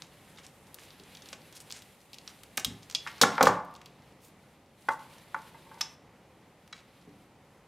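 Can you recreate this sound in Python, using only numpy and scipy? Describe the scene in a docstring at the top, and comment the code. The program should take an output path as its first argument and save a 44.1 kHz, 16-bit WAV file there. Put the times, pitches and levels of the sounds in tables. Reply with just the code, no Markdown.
"""A steel wire stripper clicks and snips over a grainy hiss and a soft workshop hum.
Each click is a tiny rattle that rings the steel; dragged wire adds short, gritty scrapes.
A hand thumps the wooden bench, the tool knocks on it and makes the top ring, and later
wire ends tap a motor's case. The wall behind the bench echoes each hit and the small room rings briefly."""
import sys
import numpy as np
from scipy import signal
from scipy.fft import rfft, irfft
from scipy.io import wavfile
from scipy.ndimage import uniform_filter1d

SR = 44100
rng = np.random.default_rng(int(sys.argv[2]) if len(sys.argv) > 2 else 0)


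def to_wav(s):
    """Save 16-bit WAV."""
    ch = np.atleast_2d(s).T  # columns
    pcm = np.round(np.clip(ch, -1, 1) * 32767)  # PCM
    wavfile.write(sys.argv[1], SR, pcm.astype(np.int16))


N = 338245

# how loud the grainy hiss is over time: time_s, middle_db, treble_db
HISS_LEVEL = [(0, -62, -65.5), (.7, -66, -65), (.85, -56.5, -62), (1.4, -60, -63.5), (2.0, -65, -65.5),
              (2.8, -62, -65), (3.5, -46, -59), (3.62, -68.5, -80), (4.3, -70.5, -72), (4.76, -75, -78.5),
              (4.819, -65, -65), (5.05, -58.5, -62.5), (5.55, -62, -66), (5.94, -62.5, -66),
              (5.98, -90, -85), (6.5, -74, -75.5), (6.85, -66.5, -74), (7.67, -83, -78.5)]
# the quickly dying tones of a dry knock: pitch_hz, level_db, decay_s
KNOCK_TONES = [(330, -8, .025), (520, -5, .02), (690, -6, .016), (870, -1, .017), (1130, 0, .017),
               (1300, -4, .014), (1470, 0, .017), (1800, -4, .013), (2250, -7, .011)]


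def gain(db):
    return 10 ** (np.asarray(db) / 20)


def fade(seconds, decay_s):
    """A fade that falls by 60 dB in decay_s."""
    return np.exp(-np.log(1000) * np.arange(int(seconds * SR)) / SR / max(decay_s, .002))


def band(x, low_hz, high_hz):
    edges_hz = [low_hz, min(high_hz, .45 * SR)]
    return signal.sosfilt(signal.butter(2, edges_hz, "bandpass", fs=SR, output="sos"), x)


def peak_to_one(x):
    return x / np.max(np.abs(x))


def add(track, start_s, sound):
    start = int(start_s * SR)
    track[start:start + len(sound)] += sound[:N - start]


def shaped_noise(spectrum):
    """Noise shaped by rows of pitch_hz, level_db."""
    hz, db = np.transpose(spectrum)
    bins_hz = np.arange(N // 2 + 1) * SR / N + 1
    curve = gain(np.interp(np.log(bins_hz), np.log(hz), db))
    return irfft(rfft(rng.standard_normal(N)) * curve, N)


def wander(steps_per_s):
    """A curve that glides from one random value to the next."""
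    step = int(SR / steps_per_s)
    return 0.63 * uniform_filter1d(np.repeat(rng.standard_normal(N // step + 1), step), step)[:N]


def ring(tones, seconds, scatter_db, detune, tilt_db=0):
    """A struck object's fading tones, a little different each blow; tilt_db is per octave."""
    t = np.arange(int(seconds * SR)) / SR
    middle_hz = tones[len(tones) // 2][0]
    out = np.zeros(len(t))
    for hz, db, decay_s in tones:
        louder, sharper, direction = rng.standard_normal(3)
        level = gain(db + scatter_db * louder + tilt_db * np.log2(hz / middle_hz))
        wave = np.sin(2 * np.pi * hz * (1 + detune * sharper) * t)
        out += np.sign(direction) * level * fade(seconds, decay_s) * wave
    return out


def favour(tones, centre_hz, fall_db):
    """A blow favours tones near one pitch; those an octave away are fall_db weaker."""
    return [(hz, db - fall_db * np.log2(hz / centre_hz) ** 2, decay_s) for hz, db, decay_s in tones]


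def grainy_hiss():
    """A grainy treble hiss that steps louder and softer."""
    time_s, middle_db, treble_db = np.transpose(HISS_LEVEL)
    t = np.arange(N) / SR
    grain = rng.standard_normal(N) * gain(1.8 * wander(150) + 3.9 * wander(20))
    middle = band(grain, 1600, 4800) + 0.35 * band(grain, 3243, 3280)
    treble = band(grain, 3700, 12000)
    return (middle / middle.std() * gain(np.interp(t, time_s, middle_db))
            + treble / treble.std() * gain(np.interp(t, time_s, treble_db)))


def workshop_hum():
    """The workshop's low, even noise, gently swelling and sinking."""
    # the colour of the noise: pitch_hz, level_db
    spectrum = [(15, -56.5), (25, -15.5), (70, -4.5), (153, 0.5), (405, -7), (560, -5), (641, -10.5),
                (775, -7), (1650, -18), (1940, -15), (4030, -25.5), (11600, -36), (16000, -43)]
    # its slow swell: time_s, level_db
    swell = [(0, -57), (1, -56), (1.8, -57), (2.05, -61), (2.2, -56.5), (4.4, -57), (4.75, -61),
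             (5.049, -56), (7.67, -59)]
    noise = shaped_noise(spectrum)
    level_db = np.interp(np.arange(N) / SR, *np.transpose(swell)) + 1.03 * wander(7.5)
    return noise / noise.std() * gain(level_db)


def stereo_spread(hits):
    """A faint hiss and a short blur of each hit give slight stereo width."""
    # the colour of the faint hiss: pitch_hz, level_db
    spectrum = [(20, 0), (250, 3), (1000, -1), (3000, -2.5), (14500, -5), (15500, -20)]
    hiss = shaped_noise(spectrum)
    blur = rng.standard_normal(int(.02 * SR)) * fade(.02, .015)
    blurred_hits = signal.fftconvolve(hits, blur / np.linalg.norm(blur))[:N]
    time_s, _, treble_db = np.transpose(HISS_LEVEL)
    swell_db = np.interp(np.arange(N) / SR, time_s, treble_db) - treble_db.mean()
    hiss_db = treble_db.mean() - 3 + 0.4 * swell_db  # swells less than the grainy hiss
    return gain(-29.5) * blurred_hits + gain(hiss_db) * hiss / hiss.std()


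def jaw_rattle(decay_s, grain_db):
    """A first blow, then a dying run of small, uneven contacts."""
    noise, roughness = rng.standard_normal((int(.08 * SR), 2)).T
    sizes = gain(grain_db * uniform_filter1d(roughness, size=40) * np.sqrt(40))
    contacts = noise * sizes * fade(.08, decay_s)
    contacts[0] = 5.7  # the first blow
    spectrum = rfft(contacts)
    evened = spectrum / uniform_filter1d(np.abs(spectrum), size=24)  # no pitch stands out
    return irfft(evened, len(contacts))[:len(contacts) // 2]


def jaw_click(level_db, pitch_hz, snap_db, edge_db, steel_db, rattle_ms):
    """One rattle gives the jaws' tick, the insulation's snap, a bright edge and ringing steel."""
    # the tones of the steel: pitch_hz, level_db, decay_s
    steel_tones = [(3335, -2, .02), (3560, -1, .016), (3800, 0, .018), (4050, -4, .012), (4500, -7, .01),
                   (5120, -3, .014), (5500, -3, .012), (6100, -4, .012), (7200, -8, .011), (8200, -9, .01),
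                   (9500, -12, .01)]
    rattle = jaw_rattle(rattle_ms / 1000, grain_db=1.5)
    steel_ring = ring(favour(steel_tones, pitch_hz, fall_db=22), .05, scatter_db=-2.5, detune=0.025)
    steel = peak_to_one(signal.fftconvolve(rattle, steel_ring)[:len(rattle)])
    bands_hz = [(pitch_hz / 1.55, pitch_hz * 1.46), (1000, 3400), (6200, 15000)]
    jaws, snap, edge = (peak_to_one(band(band(rattle, low, high), low / 1.3, high * 1.43))
                        for low, high in bands_hz)
    return gain(level_db) * (jaws + gain(snap_db) * snap + gain(edge_db) * edge + gain(steel_db) * steel)


def stripper_clicks():
    """Steel jaws bite on wire, among stray ticks that are louder when the hiss is louder."""
    # the clear clicks: start_s, level_db, pitch_hz, snap_db, edge_db, steel_db, rattle_ms
    clicks = [(0.021, -28.5, 4530, -6, -22, -13, 12), (0.373, -44, 3710, -14, -12, -1, 16),
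              (0.386, -49, 3860, 12.5, -17, -8, 19), (0.4655, -35.5, 6020, -23, -20, -11, 14),
              (0.744, -39.5, 6050, -7, 13.5, -3, 16), (0.786, -42, 4930, 2, -15, -21, 19),
              (0.905, -38, 3630, -10, -18, -12, 18), (0.998, -40, 3400, -9, -8, -16, 14),
              (1.15, -38, 3900, -12, -9, -6, 23), (1.171, -33, 4200, -25, -16, -11, 19),
              (1.221, -36, 3980, -10, -14, -12, 31), (1.258, -38, 3900, -17, -9, -11, 25),
              (1.288, -33.5, 5500, -27, -10, -16, 14), (1.3295, -27.5, 5500, -5.5, -13, -18, 32),
              (1.526, -41, 3750, -3, 0, -6, 19), (1.566, -35, 5950, -19, -18, -17, 19),
              (1.603, -33, 6840, -26, -11, -21, 19), (1.7005, -39, 4500, -31, 2, -13, 12),
              (1.7063, -25.5, 3500, -9, -21, -7, 3.2), (1.714, -33, 4200, -20, 1, -12, 13),
              (1.7241, -19.5, 6000, -17, -11, -28, 7.3), (1.821, -41, 3400, -16, 0, -21, 27),
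              (2.132, -36.5, 3800, -30, -7, -4, 25), (2.143, -35, 3900, -28, -5, -17, 19),
              (2.185, -33, 4000, -39, -9, -15, 11), (2.2768, -31.5, 5480, -6.5, -14, 0, 14),
              (2.31, -53, 3760, 7, -12, -14, 17), (2.434, -40, 4200, -3, 0.5, -6, 19),
              (2.5724, -26, 4000, -6, 10.5, -14, 33), (2.576, -17.5, 5500, 1.5, -15, -5, 20),
              (2.597, -24, 5110, -17, -5, -8, 27), (2.6469, -12, 4300, -14, -1, -8, 20),
              (2.83, -40.5, 5000, -12.5, -12, -22.5, 26), (2.899, -29, 5500, -11, -7.5, -18, 17),
              (2.911, -30, 5500, -12.5, -12, -16, 22), (2.925, -34.5, 5500, -8.5, -6, -17, 13),
              (2.949, -15, 4500, -25.5, -11, -1, 16), (2.954, -21, 3680, -20.5, -20, -5.5, 7.8),
              (2.958, -26, 3870, -18, -14, -7, 25), (3.073, -28.5, 3800, 6.5, -18.5, -9.5, 46),
              (3.214, -5.5, 5300, -15, -8.5, -13, 32), (3.216, -0.5, 4020, -7, -10.5, -9.5, 20),
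              (3.2245, -5.5, 4500, -13.5, -5.5, -9.5, 26), (3.233, -11, 4500, -2.5, -5, -6, 18),
              (3.38, -33, 3300, 7, -23, -10, 17), (3.4085, -20.5, 4000, 3.5, -21, -7.5, 41),
              (3.428, -6.5, 5400, -14, -4, -12.5, 23), (3.455, -23, 6000, 1, 0, -15.5, 45),
              (3.4697, -20, 5000, -3.5, -6, -18.5, 60), (3.649, -53.5, 6000, -5, 9, -18, 16),
              (3.711, -56, 6000, 4, 6, -16, 16), (3.74, -52, 3300, -6, 9, -12, 16),
              (3.7517, -40.5, 3240, -7, -10, -19, 18), (3.762, -38.5, 5430, -22, -10, -21, 23),
              (3.815, -42.5, 5000, 1.5, -7, -13, 18), (3.859, -38, 3420, -14, -4, -16, 20),
              (4.888, -34, 4280, 3, -1, -3, 17), (5.345, -37.5, 3750, 9, -11, -14, 16),
              (5.8095, -21.5, 5000, 0, -6.5, -18, 29), (5.8118, -19, 5250, -4.5, -17, 1, 28),
              (6.677, -44.5, 5000, -4, -3, -20, 18), (6.7268, -33, 4000, 0, -30, -13, 14),
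              (6.7291, -34, 3800, 4, -35, -0.5, 22)]
    out = np.zeros(N)
    for start_s, *settings in clicks:
        add(out, start_s, jaw_click(*settings))
    ticks_per_s = 7.8
    time_s, hiss_db, _ = np.transpose(HISS_LEVEL)
    for when, size, octaves in rng.random((100, 3))[:int(ticks_per_s * N / SR)]:
        start_s = when * N / SR
        level_db = np.interp(start_s, time_s, hiss_db) + 14 + 3.5 * size
        tick = jaw_click(level_db, 3300 * 2 ** octaves, -9, -10, steel_db=-18.5, rattle_ms=14)
        add(out, start_s, tick)
    return out


def wall_echo(hits, delay_s=.004):
    """The wall behind the bench sends back a weaker, thinner copy of each hit."""
    return gain(-15.5) * band(np.roll(hits, int(delay_s * SR)), 210, 11000)


def room_ring(hits):
    """A quick crowd of near echoes, then a tail that dies sooner in the treble."""
    # the room's ring, octave-wide bands: pitch_hz, decay_s, level_db
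    room_bands = [(150, 0.5, -25), (480, 0.39, -19.5), (886.4, 0.55, -23), (1930, 0.43, -20),
                  (3540, 0.34, -22), (6995, 0.3, -15.5), (13000, .25, -21.5)]
    half_octave = np.sqrt(2)
    tail = np.zeros(SR // 2)
    for hz, decay_s, db in room_bands:
        noise = band(rng.standard_normal(SR // 2), hz / half_octave, hz * half_octave)
        tail += gain(db) * noise * fade(.5, decay_s) / np.sqrt(hz / 30)
    build_up = 1 - fade(.5, 0.043)
    near_echoes = 1 + gain(4.5) * fade(.5, 0.078)
    return signal.fftconvolve(hits, tail * build_up * near_echoes)[:N]


def wire_scrapes():
    """Wire drags along jaws or fingers in many uneven slips, fading in and out."""
    # the drags: start_s, length_s, level_db, pitch_hz
    drags = [(0.371, 0.036, -53.5, 3700), (0.427, 0.038, -54, 4140), (0.77, 0.11, -59.5, 7000),
             (1.518, 0.04, -59, 4000), (1.543, 0.047, -50, 6600), (1.596, 0.032, -52.5, 7850),
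             (1.719, 0.094, -50.5, 4900), (2.279, 0.037, -54, 4000), (2.822, 0.033, -62, 4970),
             (4.201, 0.11, -60, 9900), (4.9, 0.047, -53.5, 4950), (6.731, 0.088, -58, 3515)]
    out = np.zeros(N)
    for start_s, length_s, level_db, pitch_hz in drags:
        noise, roughness = rng.standard_normal((2, SR // 5))[:, :int(length_s * SR)]
        slips = noise * gain(24.05 * uniform_filter1d(roughness, size=49))
        grit = band(slips, pitch_hz / 3.5, pitch_hz * 1.62)
        add(out, start_s, gain(level_db) * grit / grit.std() * np.sqrt(np.hanning(len(grit))))
    return out


def bench_thud(seconds, scatter_db, detune, tilt_db):
    """The deep note of the struck bench top."""
    # the top's low tones: pitch_hz, level_db, decay_s
    low_tones = [(66.16, -7, 0.14), (103, -5, 0.22), (150, -7, 0.17), (182, 0, 0.13), (215, -3.5, 0.3),
                 (250, -4.5, .12), (292.1, -5, 0.36), (334, -5, 0.14), (386, -4.5, 0.18), (445, -2, .12)]
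    return ring(low_tones, seconds, scatter_db, detune, tilt_db)


def hand_thumps(contact_s=0.0018):
    """A soft hand or forearm pushes slowly, so only the bench's low tones answer."""
    # the soft landings: start_s, peak_db, tilt_db (per octave)
    thumps = [(1.0, -46.5, 4), (2.66, -38, -2.5), (2.68, -36.5, -3), (2.709, -43, -3.5), (7.075, -44, 5)]
    out = np.zeros(N)
    push = np.hanning(int(contact_s * SR) + 3)
    for start_s, peak_db, tilt_db in thumps:
        thud = bench_thud(.3, scatter_db=1.5, detune=0.071, tilt_db=tilt_db)
        add(out, start_s, gain(peak_db) * peak_to_one(np.convolve(thud, push)))
    return out


def quick_repeat(start_s, level_db):
    """Each knock is heard again, softer, about 4 ms later: rows of start_s, level_db."""
    return [(start_s, level_db - 0.5), (start_s + 0.00376, level_db - 3.5)]


def bench_knocks():
    """The tool hits the bench: a dry knock, the lasting ring of the wood and a low thud."""
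    # the blows: start_s, level_db, pitch_hz, ring_db, thud_db
    knocks = [(1.329, -40.5, 520, -24, -19), (2.5768, -26, 700, -29.5, -18.5), (3.065, -26, 1607, -16, -39),
              (3.2137, -12.5, 903, -11, -9.5), (3.221, -16, 420, -11, -10.5),
              (3.235, -4.5, 1500, -14, -23.5), (3.381, -13.5, 1220, -7, -38.5),
              (3.4087, -2.5, 942, -17.5, -21.5), (3.421, -13.5, 1200, -12.5, -23),
              (3.435, -13, 483, -16, -9.5), (3.4695, -3.5, 1000, -14.5, -20),
              (3.492, -17.5, 913, -11.5, -18.5)]
    # the top's lasting tones: pitch_hz, level_db, decay_s
    wood_tones = [(519, 2, 0.3), (625, -6, .22), (650, -4.5, .2), (723.5, -9.5, 0.78), (793, -7.5, 0.44),
                  (877, -2, 0.33), (950, -4.5, .2), (989, -5.5, 0.11), (1055, -5.5, 0.11),
                  (1146, -8.5, 0.253), (1120, -5, 0.23), (1173, 0.5, .22), (1204, -12, 0.13),
                  (1358, -10.5, .2), (1393, -5, .15), (1388, -1, .15), (1463, -7, 0.063), (1615, -8, .13),
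                  (1753, -10.5, 0.19), (1779, -9.5, .1), (1760, -9, .1), (2087, -6.5, .1)]
    out = np.zeros(N)
    for start_s, level_db, pitch_hz, ring_db, thud_db in knocks:
        for knock_s, knock_db in quick_repeat(start_s, level_db):
            knock = ring(favour(KNOCK_TONES, pitch_hz, fall_db=7), 0.058, scatter_db=1.5, detune=0.016)
            add(out, knock_s, gain(knock_db) * peak_to_one(band(knock, 200, 3900)))
        wood = ring(favour(wood_tones, pitch_hz, fall_db=4), 0.55, scatter_db=-0.3, detune=0.0022)
        add(out, start_s, gain(level_db + ring_db) * peak_to_one(wood))
        thud = bench_thud(.35, scatter_db=2, detune=0.036, tilt_db=2.6)
        add(out, start_s, gain(level_db + thud_db) * peak_to_one(thud))
    return out


def motor_taps(pitch_hz=1260):
    """Wire ends and knuckles tap the motor: a dry knock and the thin ring of its case."""
    # the taps: start_s, level_db, ring_db
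    taps = [(4.8857, -18, -25), (4.888, -11.5, -10), (4.904, -23.5, -1.5), (5.345, -18, -13),
            (5.3632, -33, -0.5), (5.545, -54, 11), (5.664, -60, 12), (5.714, -47, 7), (5.745, -55.5, 12),
            (5.774, -57, 14), (5.81, -30, -1.5), (5.853, -52, 4)]
    # the tones of the case: pitch_hz, level_db, decay_s
    case_tones = [(557, -15.5, 0.13), (880, -1, 0.14), (928, -2.5, 0.12), (1050, -10, 0.13),
                  (1135, -6, 0.16), (1505, -17, 0.13), (1623, -12, 0.12), (1880, -26, .09),
                  (2050, -14, 0.12)]
    out = np.zeros(N)
    for start_s, level_db, ring_db in taps:
        for knock_s, knock_db in quick_repeat(start_s, level_db):
            knock = ring(favour(KNOCK_TONES, pitch_hz, fall_db=12), 0.064, scatter_db=-0.6, detune=0.014)
            add(out, knock_s, gain(knock_db) * peak_to_one(band(knock, 210, 3100)))
        case = ring(case_tones, .4, scatter_db=3.5, detune=0.0011)
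        add(out, start_s, gain(level_db + ring_db) * peak_to_one(case))
    return out


def scene():
    """Mix the work at the bench, its echoes and the background into left and right."""
    tool = band(stripper_clicks() + bench_knocks(), 82, 19000)
    taps = motor_taps()
    bench_work = tool + hand_thumps() + wire_scrapes()
    hits = bench_work + taps
    room = room_ring(bench_work + gain(-5) * taps)  # the motor is close, so less of it is room
    centre = hits + wall_echo(hits) + room + grainy_hiss() + workshop_hum()
    side = stereo_spread(band(hits, 1500, 16000))
    return np.array([centre + side, centre - side])


def record(dry):
    """Deep bass and the highest treble are cut; loud peaks are rounded."""
    no_rumble = signal.sosfilt(signal.butter(2, 35, "highpass", fs=SR, output="sos"), dry)
    rounded = np.tanh(1.055 * no_rumble) / 1.142
    softened = signal.sosfilt(signal.butter(8, 15300, fs=SR, output="sos"), rounded)
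    return signal.sosfilt(signal.ellip(10, .2, 80, 16500, fs=SR, output="sos"), softened)


dry = scene()
out = record(dry)
to_wav(out)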